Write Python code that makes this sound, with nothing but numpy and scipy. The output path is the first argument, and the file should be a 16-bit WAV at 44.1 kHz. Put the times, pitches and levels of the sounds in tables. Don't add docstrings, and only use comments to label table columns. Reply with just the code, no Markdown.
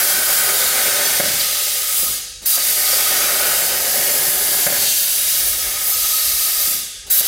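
import sys
import numpy as np
from scipy import signal
from scipy.fft import rfft, irfft, next_fast_len
from scipy.io import wavfile
from scipy.ndimage import uniform_filter1d, map_coordinates

SR = 44100
rng = np.random.default_rng(int(sys.argv[2]) if len(sys.argv) > 2 else 0)


def unload_wav(signal):
    wavfile.write(
        sys.argv[1],
        SR,
        np.round(np.clip(np.atleast_2d(signal).T, -1, 1) * 32767).astype(np.int16),
    )


def elevation(decibels):
    levels = np.asarray(decibels, float)
    return 10 ** (levels / 20)


N = 320607
TIME = np.arange(N) / SR


def unit(x):
    return x / np.sqrt(np.mean(x ** 2) + 1e-20)


def along(points, hz):
    f, v = np.transpose(points)
    return np.interp(np.log(hz + 1), np.log(f + 1), v)


def curves(rows, t=TIME):
    s, *cols = np.transpose(rows)
    return [np.interp(t, s, c) for c in cols]


def bump(t, centre_s, length_s, power=2):
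    return np.exp(-((t - centre_s) / length_s) ** power)


def wobble(rate):
    knots = rng.standard_normal(int(N * rate / SR) + 4)
    return map_coordinates(knots, [np.arange(N) * rate / SR])


def filtered(x, response):
    m = next_fast_len(N + SR // 2)
    return irfft(rfft(x, m) * response(np.fft.rfftfreq(m, 1 / SR)), m)[..., :N]


def lifts(modes, hz):
    return elevation(sum(db / (1 + (2 * (hz - c) / w) ** 2) for c, w, db in modes))


def band(hz, low_hz, high_hz, order=4):
    low_edge = 1 + (low_hz / (hz + 1)) ** (2 * order)
    high_edge = 1 + (hz / high_hz) ** (2 * order)
    return 1 / np.sqrt(low_edge * high_edge)


def narrow(centre_hz, width_hz):
    skirt = lambda hz: 1 / (1 + (2 * hz / width_hz) ** 2) ** 0.57
    re, im = filtered(rng.standard_normal((2, N)), skirt)
    turn = 2 * np.pi * np.cumsum(np.broadcast_to(centre_hz, N)) / SR
    return unit(re * np.cos(turn) + im * np.sin(turn))


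def rush(comb_db, patchy_db):
    z = signal.stft(rng.standard_normal(N + SR), nperseg=2048)[2]

    def blur(rows, cols):
        grain = uniform_filter1d(rng.standard_normal(z.shape), rows, 0)
        return unit(uniform_filter1d(grain, cols, 1))

    gain_db = comb_db * blur(3, 20) + patchy_db * blur(30, 4)
    return signal.istft(z * elevation(gain_db), nperseg=2048)[1][:N]


# (shuts [s], opens [s], arc strikes [s], burst before the strike [dB])
VALVE = [
    (2.025, 2.46, 2.555, 1.5),
    (6.669, 7.104, 7.198, 2.5),
]
OPEN_S, SETTLE_S = 0.0094, 0.014


def valve(level_db, t, fall, floor_db, fill_db, fill_s):
    drain_s, drain_soft_s = 0.078, 0.1
    hinge = lambda v: (v + np.hypot(v, drain_soft_s)) / 2
    for shut, opens, *_ in VALVE:
        out_db = fall * (hinge(np.maximum(t - shut, 0) - drain_s) - hinge(-drain_s))
        shut_db = 10 * np.log10(elevation(2 * (level_db - out_db)) + elevation(2 * floor_db))
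        closed = np.clip((opens - t) / OPEN_S, 0, 1) * (t > shut)
        returning = (t > opens - OPEN_S) * (1 - closed)
        missing_db = returning * fill_db * np.exp(-abs(t - opens) / fill_s)
        level_db = level_db + closed * (shut_db - level_db) - missing_db
    return level_db


def unlit(t, opens, strike):
    return (t > opens - OPEN_S) * np.clip((strike - t) / SETTLE_S + 1, 0, 1)


# (time [s], flow [dB], brightness [dB])
JET_PATH = [(0, .4, 0.9), (.79, 0.1, -0.5), (1.16, 0.5, -0.5), (1.49, -1.5, -1.5), (1.86, -3, -0.3),
            (1.97, -.6, 1.5), (2.7, 1.5, -1), (2.97, 1.1, -0.2), (3.23, -0.1, -0.6), (3.6, -0.5, 0),
            (4.3, -1, 1.2), (4.66, 0, 0.4), (5.4, -0.6, 0.5), (5.78, -5, 0), (5.87, -1, 2), (6.05, -0.4, 0),
            (6.65, -.5, 0.6), (7.27, 1, 0.1)]
# (time [s], length [s], flow [dB], brightness [dB])
GUSTS = [(0.34, .06, 1, 0.5), (.46, 0.044, -0.5, 0), (1.0, 0.1, -1, -0.5), (2.79, 0.072, -2, 1.5),
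         (4.89, .08, 2, -2), (6.04, .04, 1, 0), (5.332, 0.038, 0.5, -0.5), (5.488, 0.025, 1, 2),
         (5.948, .03, -1.5, -1.5), (2.68, .04, 1, 1.5), (8.6, .03, 2.1, -3), (0.17, 0.036, -0.3, -1),
         (3.8, 0.088, -.8, -.8), (6.9, .04, -.4, .8), (1.27, 0.023, 1.3, -1), (5.08, 0.042, 0, 0),
         (5.57, .04, -0.2, -.5), (.58, .05, 1, 0), (6.75, 0.039, 0.5, 0)]
# (time [s], depth [dB], recovery [s])
DIPS = [
    (1.21, 3, .05),
    (2.575, 3, 0.046),
    (4.68, 4, 0.044),
    (7.22, 5, 0.033),
]
# (level [dB], share of brightness, ring-out [dB/s], floor [dB], build-up [dB], share of burst)
JET_PARTS = [
    (-26, -1.24, 62, -58, 2.5, 0.19),
    (-23.5, -0.59, 65, -66, 1.5, .5),
    (-21, 1.13, 107, -49, 1, 1.6),
    (-21.5, 1.2, 151, -63, 1, 1.9),
]


def jet_levels(t):
    flow_db, bright_db = curves(JET_PATH, t)
    for at, length, db, tilt_db in GUSTS:
        gust = bump(t, at, length)
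        flow_db, bright_db = flow_db + db * gust, bright_db + tilt_db * gust
    for at, db, back in DIPS:
        onset = np.clip((t - at) / OPEN_S + 1, 0, 1)
        flow_db = flow_db - db * onset * np.exp(-np.maximum(t - at, 0) / back)
    burst_db = sum(db * unlit(t, opens, strike) for _, opens, strike, db in VALVE)
    return [valve(db + flow_db + tilt * bright_db, t, fall, floor_db, fill_db, fill_s=0.11) + burst * burst_db
            for db, tilt, fall, floor_db, fill_db, burst in JET_PARTS]


# (frequency [Hz], density [dB per Hz])
SHADED_COLOUR = [(1500, -16), (2500, 2), (3500, 2.5), (4900, 0.5), (7100, -2), (9000, -1.5), (11200, -2),
                 (12400, -3.5), (13600, -3), (15000, -5.5), (16500, -11)]
# (frequency [Hz], density [dB per Hz])
OPEN_COLOUR = [(1500, -14), (2500, -8), (3500, -7), (4900, -5), (7100, -8), (9000, -5.5), (10800, -6.5),
               (11500, -1), (12850, 4.5), (13150, -8), (15000, 3), (16500, -13)]
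# (frequency [Hz], width [Hz], lift [dB])
NOZZLE = [(3820, 120, 4), (4570, 130, 2.5), (4870, 490, 3), (6230, 290, 2.5), (10120, 170, 3),
          (12050, 39, 9), (13400, 130, -2), (15300, 130, 6.5)]
# (time [s], share [0-1])
IN_VIEW = [(0, .1), (2.4, .05), (2.46, .6), (2.65, .4), (2.9, .2), (4, .35), (5.8, .25), (5.88, .8),
           (6.75, .8), (6.9, .1), (7.08, .1), (7.1, .95), (7.27, .9)]
# (low edge [Hz], high edge [Hz])
RANGES = [
    (2500, 5300),
    (5300, 8500),
    (8500, 12000),
    (12000, 15800),
]
# (time [s], level [dB], length [ms], top [Hz])
PUFFS = [
    (2.434, -39, 13, 15500),
    (7.08, -41, 14, 15500),
]


def jet():
    air = rush(comb_db=2.5, patchy_db=0.0)
    seen = np.clip(curves(IN_VIEW)[0], 0, 1)

    def coloured(colour):
        response = lambda hz: elevation(along(colour, hz)) * lifts(NOZZLE, hz) * band(hz, 2690, 2e4, order=9)
        return unit(filtered(air, response))

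    mixed = (1 - seen) * coloured(SHADED_COLOUR) + seen * coloured(OPEN_COLOUR)
    hz, t, z = signal.stft(mixed, SR, nperseg=256, noverlap=192)
    power = uniform_filter1d(abs(z) ** 2, size=250, axis=1)
    have_db = [10 * np.log10(power[(hz > lo) & (hz < hi)].sum(0) * 4 / 3) for lo, hi in RANGES]
    gain_db = np.array(jet_levels(t)) - have_db
    top_db = gain_db[3] + 0.49 * np.minimum(gain_db[3] - gain_db[2], 0)
    gain_db = np.vstack([gain_db, top_db])
    share = np.array([np.interp(hz, [3840, 6400, 10440, 13400, 16000], row) for row in np.eye(5)])
    flow = signal.istft(z * elevation(share.T @ gain_db), SR, nperseg=256, noverlap=192)[1][:N]
    spurts = 0
    for s, db, ms, top_hz in PUFFS:
        puff = unit(filtered(air, lambda hz: band(hz, 2300, top_hz, order=8)))
        spurts = spurts + elevation(db) * bump(TIME, s, ms / 1e3, 4) * puff
    return elevation(0.48 * wobble(14)) * flow + spurts


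# (time [s], length [ms], low mode [dB], high mode [dB])
SQUEALS = [
    (1.408, 12, -27, -24),
    (1.62, 140, -36, -41),
    (2.55, 100, -35, -37),
    (6.35, 330, -39, -39),
    (7.19, 85, -32, -36),
]


def squeals():
    low, high = narrow(3870, width_hz=110), narrow(4570, width_hz=140)
    return sum(bump(TIME, s, ms / 1e3, 4) * (elevation(low_db) * low + elevation(high_db) * high)
               for s, ms, low_db, high_db in SQUEALS)


# (time [s], strength [dB], brightness [dB], lift of the moving mode [dB])
ARC = [(0, -2, 0.5, 4.5), (1.07, 0.5, 0.5, 0.5), (1.3, -4, 4, -6), (1.45, -8, 2.3, -3),
       (2.0, -11.5, 1.5, -4), (2.5, -10.5, 0, -0.5), (2.72, -6.5, 1, -2.5), (3.09, 0.5, 3, -6),
       (3.44, .5, 1, 1.8), (3.83, -1.3, -1, -4.5), (4.2, -0.5, -4.5, 0), (4.58, -4.5, -5, 4),
       (4.75, -2, -2.5, -1), (4.98, -11.5, -1.5, 5), (5.4, -9, 0, 1.5), (5.85, -11, -1.3, 0),
       (6.4, -12, 3.5, -3), (7.2, -12, -1, 3.5)]
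# (level [dB], growth with strength, share of brightness, ring-out [dB/s], floor [dB], build-up [dB])
PIPE_PARTS = [
    (-39, 1.05, -0.55, 90, -63, 3),
    (-32.5, 1.03, -0.079, 100, -65, 1),
    (-31, 1.18, 0.35, 51, -62, -7),
    (-29.5, 0.69, 0.75, 65, -55, 0),
]
# (frequency [Hz], density [dB per Hz])
PIPE_COLOUR = [(53, -46), (90, -13), (238, -11), (280, -16.5), (395, -4.5), (473, -11.5), (591, -5.5),
               (1060, -7), (1490, -8.5), (3200, -14.5), (4160, -38), (7040, -120)]
# (frequency [Hz], width [Hz], lift [dB])
PIPE_MODES = [(245.4, 18, 5.5), (406, 83, 1.5), (522, 15, 10.5), (585, 70, 9.5), (765, 126, 8.5),
              (1487, 110, 7), (1815, 34, 6), (2173, 250, 4.5)]
# (time [s], centre [Hz])
RING_HZ = [(0, 1526), (1.3, 1531), (2.46, 1650), (2.9, 1492), (3.6, 1466), (3.9, 1673), (5, 1680),
           (7.27, 1596)]
# (time [s], level [dB])
BLOWN = [(0, -38), (.57, -34), (1.0, -37), (1.3, -43), (1.6, -35), (1.7, -42), (2.0, -36), (2.58, -32),
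         (2.72, -45), (2.87, -34.5), (3.34, -31.5), (3.67, -39.5), (4.63, -44.5), (4.95, -51), (5.69, -41),
         (6.0, -38), (6.6, -39), (7.25, -39.5)]


def pipe():
    strength_db, bright_db, lift_db = curves(ARC)
    boom_db, roar_db, ring_db, wall_db = (
        valve(db + grows * strength_db + tilt * bright_db, TIME, fall, floor_db, fill_db, fill_s=0.024)
        for db, grows, tilt, fall, floor_db, fill_db in PIPE_PARTS)
    arc = rush(comb_db=1.56, patchy_db=0.5) * elevation(1.2 * wobble(40))

    def part(lo, hi):
        response = lambda hz: elevation(along(PIPE_COLOUR, hz)) * lifts(PIPE_MODES, hz) * band(hz, lo, hi, order=9)
        return unit(filtered(arc, response))

    ring = 0.73 * narrow(curves(RING_HZ)[0], width_hz=75) + 0.44 * part(1240, 1770)
    cold = sum(unlit(TIME, opens, strike) for _, opens, strike, _ in VALVE)
    boom = elevation(boom_db - 9 * cold) * part(88, 450)
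    roar = elevation(roar_db - 2 * cold) * part(466, 1040)
    blown_db = valve(curves(BLOWN)[0], TIME, fall=123, floor_db=-61, fill_db=27, fill_s=0.049)
    whistle = elevation(blown_db) * narrow(1260, width_hz=47)
    half_s = 0.046 / 2
    leak = sum(bump(TIME, opens - half_s, half_s, 4) for _, opens, *_ in VALVE)
    hose = unit(filtered(arc, lambda hz: band(hz, 140, 1100) / np.sqrt(hz + 1)))
    wall = elevation(wall_db) * part(1816, 2900)
    return boom + roar + elevation(-48) * leak * hose + whistle + elevation(ring_db + lift_db) * ring + wall


# (frequency [Hz], time to fall 60 dB [s])
HALL = [(100, 0.89), (600, 0.33), (2500, 0.91), (8000, 0.52)]


def hall(x):
    hz, t, z = signal.stft(rng.standard_normal(SR), SR, nperseg=256)
    decay = elevation(-60 * t / along(HALL, hz)[:, None])
    build = 1 - np.exp(-(t / 0.057) ** 2)
    tail = signal.istft(z * decay * build, SR, nperseg=256)[1]
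    return signal.fftconvolve(x, tail / np.linalg.norm(tail))[:SR]


# (time [s], peak [dB], push length [ms], pipe ring [dB], hall [dB])
POPS = [
    (1.199, -10.5, 0.8, 5.5, 1.5),
    (2.032, -18.5, 0.8, -6, -2),
    (2.575, -27, 0.48, 9, -4.5),
    (2.931, -26, 0.34, 12, -17),
    (4.666, -16.5, 0.94, 8.5, 1),
    (5.37, -30, 1.2, -3, 1),
    (5.59, -32, .8, 7, 0),
    (6.678, -20.5, 0.94, -13, 0),
    (7.205, -30, 1.12, 10, -3),
]
# (frequency [Hz], level [dB])
KNOCK = [(400, -11), (590, 2.5), (760, -7), (1000, -7), (1270, -4), (1560, 2.5), (2150, 3.5)]
# (delay [ms], level [dB])
ECHOES = [(5.6, -2), (35, -8), (58, -11)]


def pops():
    out, t = np.zeros(N + SR), np.arange(SR) / SR
    for s, db, ms, ring_db, hall_db in POPS:
        u = t / (ms / 1e3) - 1.5
        push = 0.8 * (u + 0.3) * np.exp(-u * u)
        ring = 0
        for k, (hz, level) in enumerate(KNOCK):
            mode_db = level + ring_db - 12 + rng.normal(0, 1) - 60 * t * hz / 24
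            ring = ring + elevation(mode_db) * np.sin(-(-1) ** k * 2 * np.pi * hz * t)
        direct = push + np.roll(ring, round(ms * 0.00129 * SR))
        walls = sum(elevation(e_db) * np.roll(direct, round(e_ms * SR / 1e3)) for e_ms, e_db in ECHOES)
        i = round((s - ms / 1e3) * SR)
        tail = elevation(hall_db + 1) * hall(direct[:SR // 10])
        out[i:i + SR] += elevation(db) * (direct + walls * elevation(ring_db / 3) + tail)
    return signal.lfilter(*signal.butter(2, 70, 'high', fs=SR), out[:N])


# (frequency [Hz], density [dB per Hz])
RUMBLE = [(12, -40), (20, -17), (38, -1), (59, -1.5), (106, -11.5), (124, -23), (155, -15), (300, -27.5),
          (390, -49), (660, -120)]
# (frequency [Hz], level [dB])
HUM = [(50, -54), (100, -61), (505, -60.5)]
# (time [s], length [s], level [dB])
MOVES = [(0.697, .25, -52), (1.2, .1, -53), (2.05, .1, -46), (2.37, .08, -50), (3.6, .35, -51),
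         (4.4, .3, -54), (5.55, .25, -42), (6.0, .12, -46), (6.3, .1, -43), (6.66, .1, -45),
         (7.035, .08, -50)]


def shop():
    rumble = unit(filtered(rng.standard_normal(N), lambda hz: elevation(along(RUMBLE, hz))))
    hum = sum(elevation(db + 3 + 2 * wobble(5)) * np.sin(2 * np.pi * hz * TIME + 0.6 * wobble(6)) for hz, db in HUM)
    drives = sum(elevation(db) * bump(TIME, s, length) for s, length, db in MOVES)
    idle = elevation(-71)
    return (idle + drives) * rumble + hum


def scene():
    mono = jet() + squeals() + pipe() + pops() + shop()
    return np.array([mono, mono])


TOP_HZ = 15830


def shimmer(mono):
    swaps_per_s, hop, start = 5.4, 1024, 700
    side = np.zeros(N)
    rise = np.cumsum(np.kaiser(hop + 1, 4 * np.pi))
    rise = np.sqrt(rise[:-1] / rise[-1])
    fade = np.concatenate([rise, rise[::-1]])
    count = round(swaps_per_s * N / SR)
    for k, (when, place, width) in enumerate(rng.random((count, 3))):
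        i = start + hop * int((k + when) / count * (N // hop - 2))
        low_hz = np.interp(place, [0, 1], [4200, 14500])
        high_hz = min(low_hz + np.interp(width ** 2, [0, 1], [900, 2200]), TOP_HZ)
        bins = np.arange(round(low_hz * 2 * hop / SR), round(high_hz * 2 * hop / SR))
        basis = fade * np.cos(np.pi / hop * np.outer(bins + 0.5, np.arange(2 * hop) + 0.5 + hop / 2))
        scrambled = rng.permutation(basis @ mono[i:i + 2 * hop])
        side[i:i + 2 * hop] += elevation(-2.5) * scrambled @ basis * 2 / hop
    return side


def top_cut(x):
    return signal.sosfilt(signal.butter(12, 16990, fs=SR, output="sos"), x)


def record(dry):
    dry = filtered(dry, lambda hz: hz < TOP_HZ)
    mix = dry + shimmer(dry[0]) * np.array([[1], [-1]])
    return top_cut(mix)


dry = scene()
out = record(dry)
unload_wav(out)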